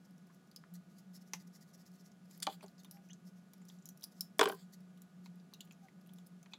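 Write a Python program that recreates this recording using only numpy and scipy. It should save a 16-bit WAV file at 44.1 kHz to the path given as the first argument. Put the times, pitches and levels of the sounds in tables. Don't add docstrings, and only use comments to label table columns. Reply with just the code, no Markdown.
import sys
import numpy as np
from scipy import signal
from scipy.fft import rfft, irfft, next_fast_len
from scipy.io import wavfile

SR = 44100
rng = np.random.default_rng(int(sys.argv[2]) if len(sys.argv) > 2 else 0)


def materialize(psi):
    bounded = np.clip(np.atleast_2d(psi).T, -1, 1)
    quanta = np.round(bounded * 32767).astype(np.int16)
    wavfile.write(sys.argv[1], SR, quanta)


N = 290486

# (time [s], level [dB], hardness of the contact [0-1],
# boom of the lowest modes [dB], clank of the jaws [dB])
BOUNCES = [(2.4683, -26, 0.63, -1.5, -15.5), (2.4715, -27.5, 0.07, -8, -9), (2.484, -34, 0, -0.5, -10),
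           (2.502, -46, 0, -9, -11), (2.628, -41, 0, -8, -6), (2.638, -38.5, 0, -2, -12),
           (2.645, -50, 0, -10, -6), (2.658, -50, 0, -11, -11), (4.3933, -15.5, 0.7, 0, -3.5),
           (4.4107, -14.5, 0.64, -5, -0.5), (4.4115, -16, 0.6, 3, 3), (4.43, -21, 0.47, -2, 1),
           (4.4385, -29, 0.45, -6, -7.5), (4.4564, -25.5, 0.63, 3.5, -5), (4.473, -29, 0.46, 6, 3),
           (4.482, -35.5, 0.25, 3, -3), (4.4971, -32.5, 0.43, 3.5, 3.5), (4.509, -37, 0.04, 4, 3),
           (4.5227, -38.5, 0.25, 5, 6), (4.538, -47, 0.1, 2, 2)]
FAINT_COUNT = 10


def from_db(db):
    return 10 ** (np.asarray(db) / 20)


def rms_one(x):
    return x / np.sqrt(np.mean(x ** 2) + 1e-20)


def add(track, s, piece):
    at = max(round(s * SR), 0)
    track[at:at + len(piece)] += piece[:N - at]


def resonance(x, hz, width_hz):
    r = np.exp(-np.pi * width_hz / SR)
    poles = [1, -2 * r * np.cos(2 * np.pi * hz / SR), r * r]
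    return signal.lfilter([(1 - r * r) / 2, 0, (r * r - 1) / 2], poles, x)


def twice(x, hz, width_hz):
    return rms_one(resonance(resonance(x, hz, width_hz), hz, 2 * width_hz))


def filtered(x, order, hz, kind="low"):
    return signal.sosfilt(signal.butter(order, hz, kind, fs=SR, output="sos"), x)


def dying(t60, size):
    return from_db(-60 * np.arange(size) / SR / max(t60, .004))


def swelling(rise_s, size):
    return 1 - np.exp(-np.arange(size) / SR / rise_s)


def wander(per_s):
    knots = rng.standard_normal(200)
    return np.interp(np.arange(N) / SR * per_s * 2, np.arange(200), knots)


def at_random(row):
    return [(s, *row) for s in rng.uniform(0, N / SR, FAINT_COUNT)]


def glide(from_hz, to_hz, size):
    return 2 * np.pi * np.cumsum(np.linspace(from_hz, to_hz, size)) / SR


def friction_grains(size, grain_db):
    return rng.standard_normal(size) * from_db(grain_db * np.minimum(rng.exponential(1, size), 5))


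def wire():
    # (time [s], level [dB], ring [Hz], glint above the ring [dB], knock of the base [dB])
    tick_table = [(.18, -60.5, 6300, 0, -18), (.346, -63, 6540, 3.5, -20), (.4738, -66, 5530, -1, -13),
                  (.514, -53, 4500, -6, -24), (.5615, -38, 4880, -3.5, -36), (.7392, -64, 5530, 18, -24),
                  (.9843, -55, 6600, 2, -13), (1.3344, -25.5, 5900, -12, -0.5), (1.917, -66, 5000, 5, -13),
                  (2.1169, -52.5, 6060, -16, -21), (2.3105, -47, 7300, -6, -7.5),
                  (2.376, -62, 3337, 12, -14), (2.6085, -51, 2380, -16, 2), (2.6621, -53, 6440, -9, -6),
                  (2.6818, -52.5, 4570, -9, -18), (2.7809, -53.5, 4730, -23, -30),
                  (2.834, -54, 6220, -3, -21), (2.8465, -48, 3380, -2, 0.5), (2.911, -43, 5300, 3, -27),
                  (2.9694, -64, 2120, -32, 13), (3.098, -52, 1940, -18, -14), (3.088, -60, 6000, -6, -20),
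                  (3.132, -43, 6600, -17, -30), (3.145, -69, 4000, -7, -2), (3.5344, -51, 5500, 1.5, -2),
                  (3.6167, -61.5, 7400, -5, 7.5), (3.652, -60, 5500, 5, -15), (3.787, -59, 6900, -17, -20),
                  (3.6846, -51, 6300, -5, -19), (3.699, -49.5, 3530, -25, -4),
                  (3.8232, -56, 7100, -24, -13), (3.8563, -44.5, 6700, 1.5, -38),
                  (3.8755, -56, 5430, -1, -21), (3.889, -43.5, 6740, 3, -30),
                  (3.9746, -58.5, 5630, 6.5, -26), (4.01, -55, 5500, 1, -25), (4.0227, -47, 3650, -6, -29),
                  (4.032, -38.5, 5660, -4, -15), (4.0395, -34.5, 5040, 0, -26), (4.082, -73, 6000, 0, -25),
                  (4.208, -28, 5340, 1.2, -35), (4.9746, -58.5, 3300, -3, -17),
                  (5.019, -52.5, 7080, 6, -30.5), (5.2592, -47, 4060, -27, 2.5),
                  (5.3986, -59, 4680, -19, -14), (5.5368, -43, 4100, -5, -20.5),
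                  (5.5415, -47.5, 6000, -7, -17), (5.606, -40, 3030, -12, -25),
                  (5.6075, -42.5, 7100, -5, -25), (5.611, -43.5, 3940, -9, -18), (5.648, -70, 7100, 8, -25),
                  (5.652, -67, 7100, 10, -25), (5.674, -56, 2900, -11, -19), (5.7097, -46.5, 2590, -17, -4),
                  (5.7225, -55.5, 6430, 0.5, -16), (5.731, -55.5, 6020, -25, -12),
                  (5.8845, -54, 1995, -12, 0), (6.062, -60, 2890, -2, -27), (6.072, -65, 2880, 9, -29),
                  (6.0915, -52.5, 3260, -14, -4), (6.1355, -60.5, 3480, 10.5, -22),
                  (6.1848, -51.5, 3330, -11, -4), (6.264, -61, 5100, 2.5, -3),
                  (6.269, -65, 4940, 17.5, -11), (6.4292, -51.5, 6350, -3, -9.5),
                  (6.4592, -59, 3900, -22, 16), (6.535, -32.5, 3630, -29, -4), (6.58, -52.5, 7800, 3.5, -2)]
    # (time [s], level [dB])
    pliers_clicks = [(4.3845, -43), (4.4385, -35), (4.484, -44), (4.488, -33), (4.493, -51), (4.5022, -52),
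                     (4.5125, -52), (4.518, -40), (4.527, -51), (4.533, -50), (4.543, -56), (4.5478, -50)]
    # (centre [Hz], width [Hz], level [dB])
    base_rings = [(468, 276, -6.5), (886, 265, 1.5), (1210, 10, -6.5), (2190, 570, 0.5), (3030, 160, -7)]
    # (centre [Hz], width [Hz], level [dB])
    frame_rings = [(3240, 160, -13), (3980, 89, -8), (4966, 740, -11.5), (6050, 275, -8.5),
                   (7170, 190, -9.5)]
    # (centre [Hz], width [Hz], level [dB])
    glint_peaks = [(10200, 2700, -1.5), (12350, 2700, -2), (14200, 1200, -5.5)]
    tick_db, size, click = -3, 5000, 5.14
    snap_t60_s, tail_t60_s, tail_db, rise_s = .007, 0.043, -14, .0004
    second_slip_s, second_slip_db, slip_spread_db = .0045, -16, 3
    ring_cycles, frame_db, spread_db = 6.8, -2.5, 3.5
    glint_hz, glint_width_hz, glint_peaks_db = 11100, 6200, -4
    free_low_hz, free_high_hz, free_cycles, free_db = 3990, 14300, 200, -16
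    click_hz, click_glint_db = 5600, 9

    def varied(burst, rings):
        luck_db = spread_db * rng.standard_normal(len(rings))
        return sum(from_db(g + u) * twice(burst, f, w) for (f, w, g), u in zip(rings, luck_db))

    ticks = list(tick_table)
    ticks += [(s, db - click_glint_db, click_hz, click_glint_db, -60) for s, db in pliers_clicks]
    ticks += at_random((-66, 5000, 3, -12))
    out = np.zeros(N)
    rise = swelling(rise_s, size)
    first_slip = dying(snap_t60_s, size)
    tail = from_db(tail_db) * dying(tail_t60_s, size)
    for s, db, hz, glint_db, base_db in ticks:
        bursts = rng.standard_normal((3, size))
        bursts[:, 0] = click
        a, b, c = bursts
        slip_db = second_slip_db + slip_spread_db * rng.standard_normal()
        snap = first_slip + from_db(slip_db) * np.roll(first_slip, round(second_slip_s * SR))
        free_hz = free_low_hz * (free_high_hz / free_low_hz) ** rng.random(4)
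        free = sum(rms_one(resonance(b, f, f / free_cycles)) for f in free_hz)
        glint = twice(c, glint_hz, glint_width_hz) + from_db(glint_peaks_db) * varied(b, glint_peaks)
        glint = rms_one(glint) + from_db(free_db) * free
        ring = twice(a, hz, hz / ring_cycles)
        bright = ring + from_db(frame_db) * varied(c, frame_rings) + from_db(glint_db) * glint
        base = sum(from_db(base_db + g) * twice(a, f, w) for f, w, g in base_rings)
        add(out, s, from_db(db + tick_db) * rise * ((snap + tail) * bright + tail * base))
    return out


def squeaks_and_ringing():
    # (middle [s], length at half height [s], start [Hz], end [Hz], level [dB])
    short_tones = [(.572, 0.011, 5100, 4950, -62), (1.35, 0.014, 3040, 2720, -61),
                   (1.358, .012, 6000, 6250, -67), (1.404, 0.0052, 4960, 4880, -70),
                   (2.445, .007, 4830, 4720, -64), (2.454, 0.0088, 3120, 3100, -68),
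                   (2.799, 0.019, 4650, 4240, -70.5), (2.8, 0.017, 6320, 6500, -70),
                   (2.803, .022, 3700, 3600, -73), (2.858, 0.015, 3460, 3880, -73),
                   (2.951, .035, 12100, 12300, -73), (2.954, 0.032, 5230, 5600, -72),
                   (2.925, 0.011, 12600, 12300, -64), (3.108, 0.022, 2230, 3830, -62),
                   (3.109, 0.007, 6200, 6200, -58.5), (3.624, .012, 7000, 7500, -76),
                   (3.83, .02, 7300, 7100, -80), (3.865, .01, 5940, 5900, -60.5),
                   (3.903, 0.016, 6000, 5970, -65), (4.047, .006, 10200, 10200, -53),
                   (4.126, .014, 10300, 9900, -78), (5.544, .012, 6100, 6060, -68),
                   (5.55, 0.015, 3850, 3840, -69), (5.545, 0.013, 2800, 2750, -70),
                   (5.619, 0.019, 3930, 3230, -71.5), (6.525, 0.013, 2510, 2490, -68),
                   (6.539, 0.0071, 2560, 2460, -51), (6.557, 0.011, 3710, 3600, -64)]
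    tone_cycles = 14
    out = np.zeros(N)
    for middle, length, from_hz, to_hz, db in short_tones:
        size = round(2 * length * SR)
        turn = glide(from_hz, to_hz, size)
        slow = filtered(rng.standard_normal((2, 5000)), 2, to_hz / tone_cycles / 2)
        a, b = rms_one(slow)[:, -size:]
        add(out, middle - length, from_db(db) * np.hanning(size) * (a * np.sin(turn) + b * np.cos(turn)))
    return out


def rubbing_and_short_tick():
    # (middle [s], length at half height [s], level [dB])
    stroke_table = [(.054, 0.018, -73.5), (.755, 0.019, -62), (.993, 0.024, -69.5), (1.157, 0.032, -60.5),
                    (1.22, 0.018, -69), (1.28, 0.028, -73), (1.352, 0.032, -62), (1.41, 0.03, -67),
                    (1.476, 0.0093, -66.5), (1.555, 0.037, -65.5), (1.622, 0.028, -67), (1.693, 0.042, -74),
                    (1.746, 0.02, -64.5), (1.807, 0.039, -70.5), (1.872, 0.026, -67.5),
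                    (1.95, 0.036, -71.5), (2.003, 0.033, -71.5), (2.065, 0.035, -69.5), (2.257, 0.013, -74),
                    (2.338, 0.074, -67.5), (2.403, 0.0035, -54), (2.801, 0.027, -70), (2.948, 0.049, -74),
                    (3.277, 0.039, -70), (3.69, 0.0078, -59.5), (3.722, 0.085, -74), (4.123, 0.018, -70),
                    (4.185, 0.036, -72.5), (4.739, 0.022, -62), (5.258, 0.033, -71), (6.52, 0.019, -75)]
    # (centre [Hz], width [Hz], level [dB])
    skin_rings = [(5596, 4080, 3), (12320, 5800, -1)]
    grain_db, clump_hz, clump_db = 2.5, 150, 2
    scrape_hz, scrape_width_hz, scrape_share = 1930, 250, 0.23
    sing_hz, sing_spread, sing_cycles, sing_db = 5130, 0.1, 8, -10
    grains = friction_grains(N + SR, grain_db)
    clumps = rms_one(filtered(rng.standard_normal(N + SR), 2, clump_hz))
    grains = grains * from_db(clump_db * clumps)
    skin = rms_one(sum(from_db(db) * twice(np.roll(grains, k * SR), hz, w)
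                       for k, (hz, w, db) in enumerate(skin_rings)))
    dull = rms_one(resonance(grains, scrape_hz, scrape_width_hz))
    out = np.zeros(N)
    strokes = list(stroke_table) + at_random((.04, -78))
    for middle, length, db in strokes:
        hz = sing_hz * np.exp(sing_spread * rng.standard_normal())
        stroke = from_db(db) * np.hanning(round(2 * length * SR))
        start = round(middle * SR)
        now = slice(start, start + len(stroke))
        sing = from_db(sing_db) * twice(grains[now], hz, hz / sing_cycles)
        add(out, middle - len(stroke) / SR / 2, stroke * (skin[now] + scrape_share * dull[now] + sing))
    return out


def taps():
    # (time [s], level [dB], ring [Hz], first impulse against the noise [ratio], t60 [s])
    touches = [(.071, -68, 690, 6, .06), (0.297, -63.5, 1100, 2.5, 0.09), (0.6385, -60, 1270, 14, 0.036),
               (5.53, -65.5, 990, 20, 0.024)]
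    tap_cycles = 2.1
    out = np.zeros(N)
    for s, db, hz, impulse, t60 in touches:
        noise = rng.standard_normal(5000)
        noise[0] = impulse
        add(out, s, from_db(db) * dying(t60, size=5000) * twice(noise, hz, hz / tap_cycles))
    return out


def pliers():
    # (pitch [Hz], level [dB], t60 [s])
    hz, mode_db, t60 = np.transpose([(298.4, -10, 0.06), (348, -13.5, 0.073), (398, -4, 0.072),
                                     (446, 0, 0.085), (498, -4.5, 0.04035), (624, -5.5, 0.045),
                                     (781.5, -8.5, 0.075), (882, -13.5, 0.074), (958, -4.5, 0.027),
                                     (1058, -2.5, 0.056), (1190, -8.5, 0.02), (1313, -13.5, 0.035),
                                     (1470, -4, 0.021), (1560, 2, 0.023), (2356, -9, 0.021),
                                     (3066, 1, 0.014), (3410, -1, 0.018), (3763, -2, 0.013),
                                     (4380, -2.5, 0.0071), (4786, -5, 0.0099), (6665, -8.5, 0.007),
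                                     (8080, -9.5, 0.026)])
    all_modes_db, mode_spread_db, detune = -10.5, 4.5, .015
    boom_under_hz, clank_low_hz, clank_high_hz = 560, 1450, 1750
    chatter_db, chatter_t60_s = -23.5, 0.021
    crack_db, crack_t60_s, crack_rise_s = -0.5, 0.013, .0004
    rattle_db, rattle_hz, rattle_width_hz, rattle_t60_s = -11, 820, 950, 0.042
    soft_hz, hard_range = 759, 32
    table_low_hz, size = 270, 4000
    t = np.arange(10000) / SR
    fades = np.array([dying(d, size=10000) for d in t60])
    signs = (-1) ** np.arange(len(hz))
    is_boom = hz < boom_under_hz
    is_clank = (hz > clank_low_hz) & (hz < clank_high_hz)
    crack_shape = from_db(crack_db) * dying(crack_t60_s, size) * swelling(crack_rise_s, size)
    out = np.zeros(N)
    for s, db, hardness, boom_db, clank_db in BOUNCES:
        struck_hz = hz * (1 + detune * rng.standard_normal(len(hz)))
        modes = np.sin(2 * np.pi * struck_hz[:, None] * t) * fades
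        noise = rng.standard_normal(size)
        force = from_db(chatter_db) * noise * dying(chatter_t60_s, size)
        force[0] = 1
        luck_db = mode_spread_db * rng.standard_normal(len(hz))
        struck_db = boom_db * is_boom + clank_db * is_clank
        gains = signs * from_db(all_modes_db + mode_db + luck_db + struck_db)
        blow = signal.fftconvolve(gains @ modes, force)
        add(blow, 0, crack_shape * noise)
        rattle = twice(noise[::-1], rattle_hz, rattle_width_hz) * dying(rattle_t60_s, size)
        add(blow, 0, from_db(rattle_db) * rattle)
        contact_hz = soft_hz * hard_range ** np.clip(hardness, 0, 1)
        add(out, s, from_db(db) * filtered(blow, 2, contact_hz))
    return filtered(out + 1e-18, 2, table_low_hz, "high")


def dragging():
    # (middle [s], length at half height [s], level [dB], hiss of the top against the jaws [dB])
    drags = [(2.428, 0.007, -34, -11), (2.434, 0.0095, -44, -10), (2.443, 0.015, -53, -15),
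             (2.525, 0.049, -57.5, -4), (2.635, 0.023, -61, -6.5), (4.436, 0.02, -46.5, -2.5),
             (4.485, 0.03, -59, -11), (4.53, 0.05, -65.5, -4), (4.602, 0.077, -69.5, -8)]
    # (centre [Hz], width [Hz], level [dB])
    jaw_rings = [(1644, 1100, -8.5), (3300, 300, -7.5), (4660, 650, -2.5), (6300, 2000, -6),
                 (7460, 1500, -2.5), (9070, 870, -3.5)]
    grain_db, hiss_hz, hiss_width_hz = 5.5, 11400, 18000
    flicker_db, flicker_per_s = 4, 15
    grains = friction_grains(N, grain_db)
    jaws = np.zeros(N)
    for k, (hz, width_hz, db) in enumerate(jaw_rings):
        level = from_db(db + flicker_db * wander(flicker_per_s))
        jaws += (-1) ** k * level * rms_one(resonance(grains, hz, width_hz))
    strokes, hissing = np.zeros(N), np.zeros(N)
    for middle, length, db, hiss_db in drags:
        stroke = from_db(db) * np.hanning(round(2 * length * SR))
        add(strokes, middle - length, stroke)
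        add(hissing, middle - length, from_db(hiss_db) * stroke)
    return strokes * rms_one(jaws) + hissing * twice(grains, hiss_hz, hiss_width_hz)


def thuds():
    thud_db, thud_hz, thud_t60_s = -38, 60, .25
    out = np.zeros(N)
    for s, db, *_ in BOUNCES:
        shake = rms_one(filtered(rng.standard_normal(10000), 2, thud_hz))
        add(out, s, from_db(db + thud_db) * dying(thud_t60_s, size=10000) * shake)
    return out


def room(x):
    t60_s, swell_s, cut_hz, size = 0.15, 0.003, 15000, SR // 2
    tail = rng.standard_normal(size) * dying(t60_s, size) * swelling(swell_s, size)
    tail = filtered(tail, 1, cut_hz)
    return signal.fftconvolve(x, tail / np.sqrt(np.sum(tail ** 2)))[:N]


def hoots():
    # (start [s], length [s], start pitch [Hz], end pitch [Hz], level [dB])
    calls = [(5.81, .085, 810, 735, -63), (2.9, .14, 815, 790, -66)]
    octave_db = -14
    out = np.zeros(N)
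    for s, length, from_hz, to_hz, db in calls:
        turn = glide(from_hz, to_hz, round(length * SR))
        tone = np.sin(turn) + from_db(octave_db) * np.sin(2 * turn)
        add(out, s, from_db(db) * np.hanning(len(turn)) * tone)
    return out


def appliance():
    # (time [s], level [dB])
    s, beating_db = np.transpose([(0.0, -57.5), (0.6, -81), (0.73, -46.5), (1.04, -81), (1.08, -54.5),
                                  (2.33, -65.5), (2.77, -54.5), (3.12, -77), (3.15, -56), (3.93, -63),
                                  (5.39, -52.5), (5.45, -69.5), (6.38, -52.5), (6.59, -75.5)])
    # (centre [Hz], width [Hz], rms level [dB])
    skirt_rings = [(178.7, 28.1, -59.5), (1222, 60, -84), (678, 93, -81), (363, 33, -80.5)]
    # (pitch [Hz], rms level [dB])
    whines = [(1461, -83), (1669, -89.5)]
    hum_hz, stray_hz, stray_per_s = 179.5, 2.36, 4
    t = np.arange(N) / SR
    turn = 2 * np.pi * np.cumsum(hum_hz + stray_hz * wander(stray_per_s)) / SR
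    hum = from_db(np.interp(t, s, beating_db)) * np.sin(turn)
    noise = rng.standard_normal(N)
    skirt = sum(from_db(db) * twice(noise, f, w) for f, w, db in skirt_rings)
    whine = sum(from_db(db) * np.sqrt(2) * np.sin(2 * np.pi * f * t) for f, db in whines)
    return hum + skirt + whine


def air():
    # (frequency [Hz], level per Hz [dB])
    f, db = np.transpose([(25, -12.5), (60, -16), (103, -16), (150, -16), (230, -15), (321, -18.5),
                          (687, -22.5), (927, -28), (1400, -28), (2330, -32), (5420, -35.5), (8600, -36),
                          (12900, -42.5), (16000, -50)])
    air_db = -70.5
    size = next_fast_len(N)
    hz = np.maximum(np.arange(size // 2 + 1) * SR / size, 1)
    gains = from_db(np.interp(np.log(hz), np.log(f), db))
    shaped = irfft(rfft(rng.standard_normal(size)) * gains, size)
    return from_db(air_db) * rms_one(shaped[:N])


def scene():
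    room_db = -14.5
    hands = wire() + squeaks_and_ringing() + rubbing_and_short_tick() + taps() + pliers() + dragging()
    return (hands + from_db(room_db) * room(hands) + thuds() + hoots() + appliance() + air())[None]


def record(dry):
    bass_cut_hz, dip_hz, dip_width_hz, dip_depth, top_hz = 135.2, 8600, 1400, 0.6, 16900
    x = filtered(dry, 2, bass_cut_hz, "high")
    x = x - dip_depth * resonance(x, dip_hz, dip_width_hz)
    return signal.sosfilt(signal.cheby2(10, 50, top_hz, fs=SR, output="sos"), x)


dry = scene()
out = record(dry)
materialize(out)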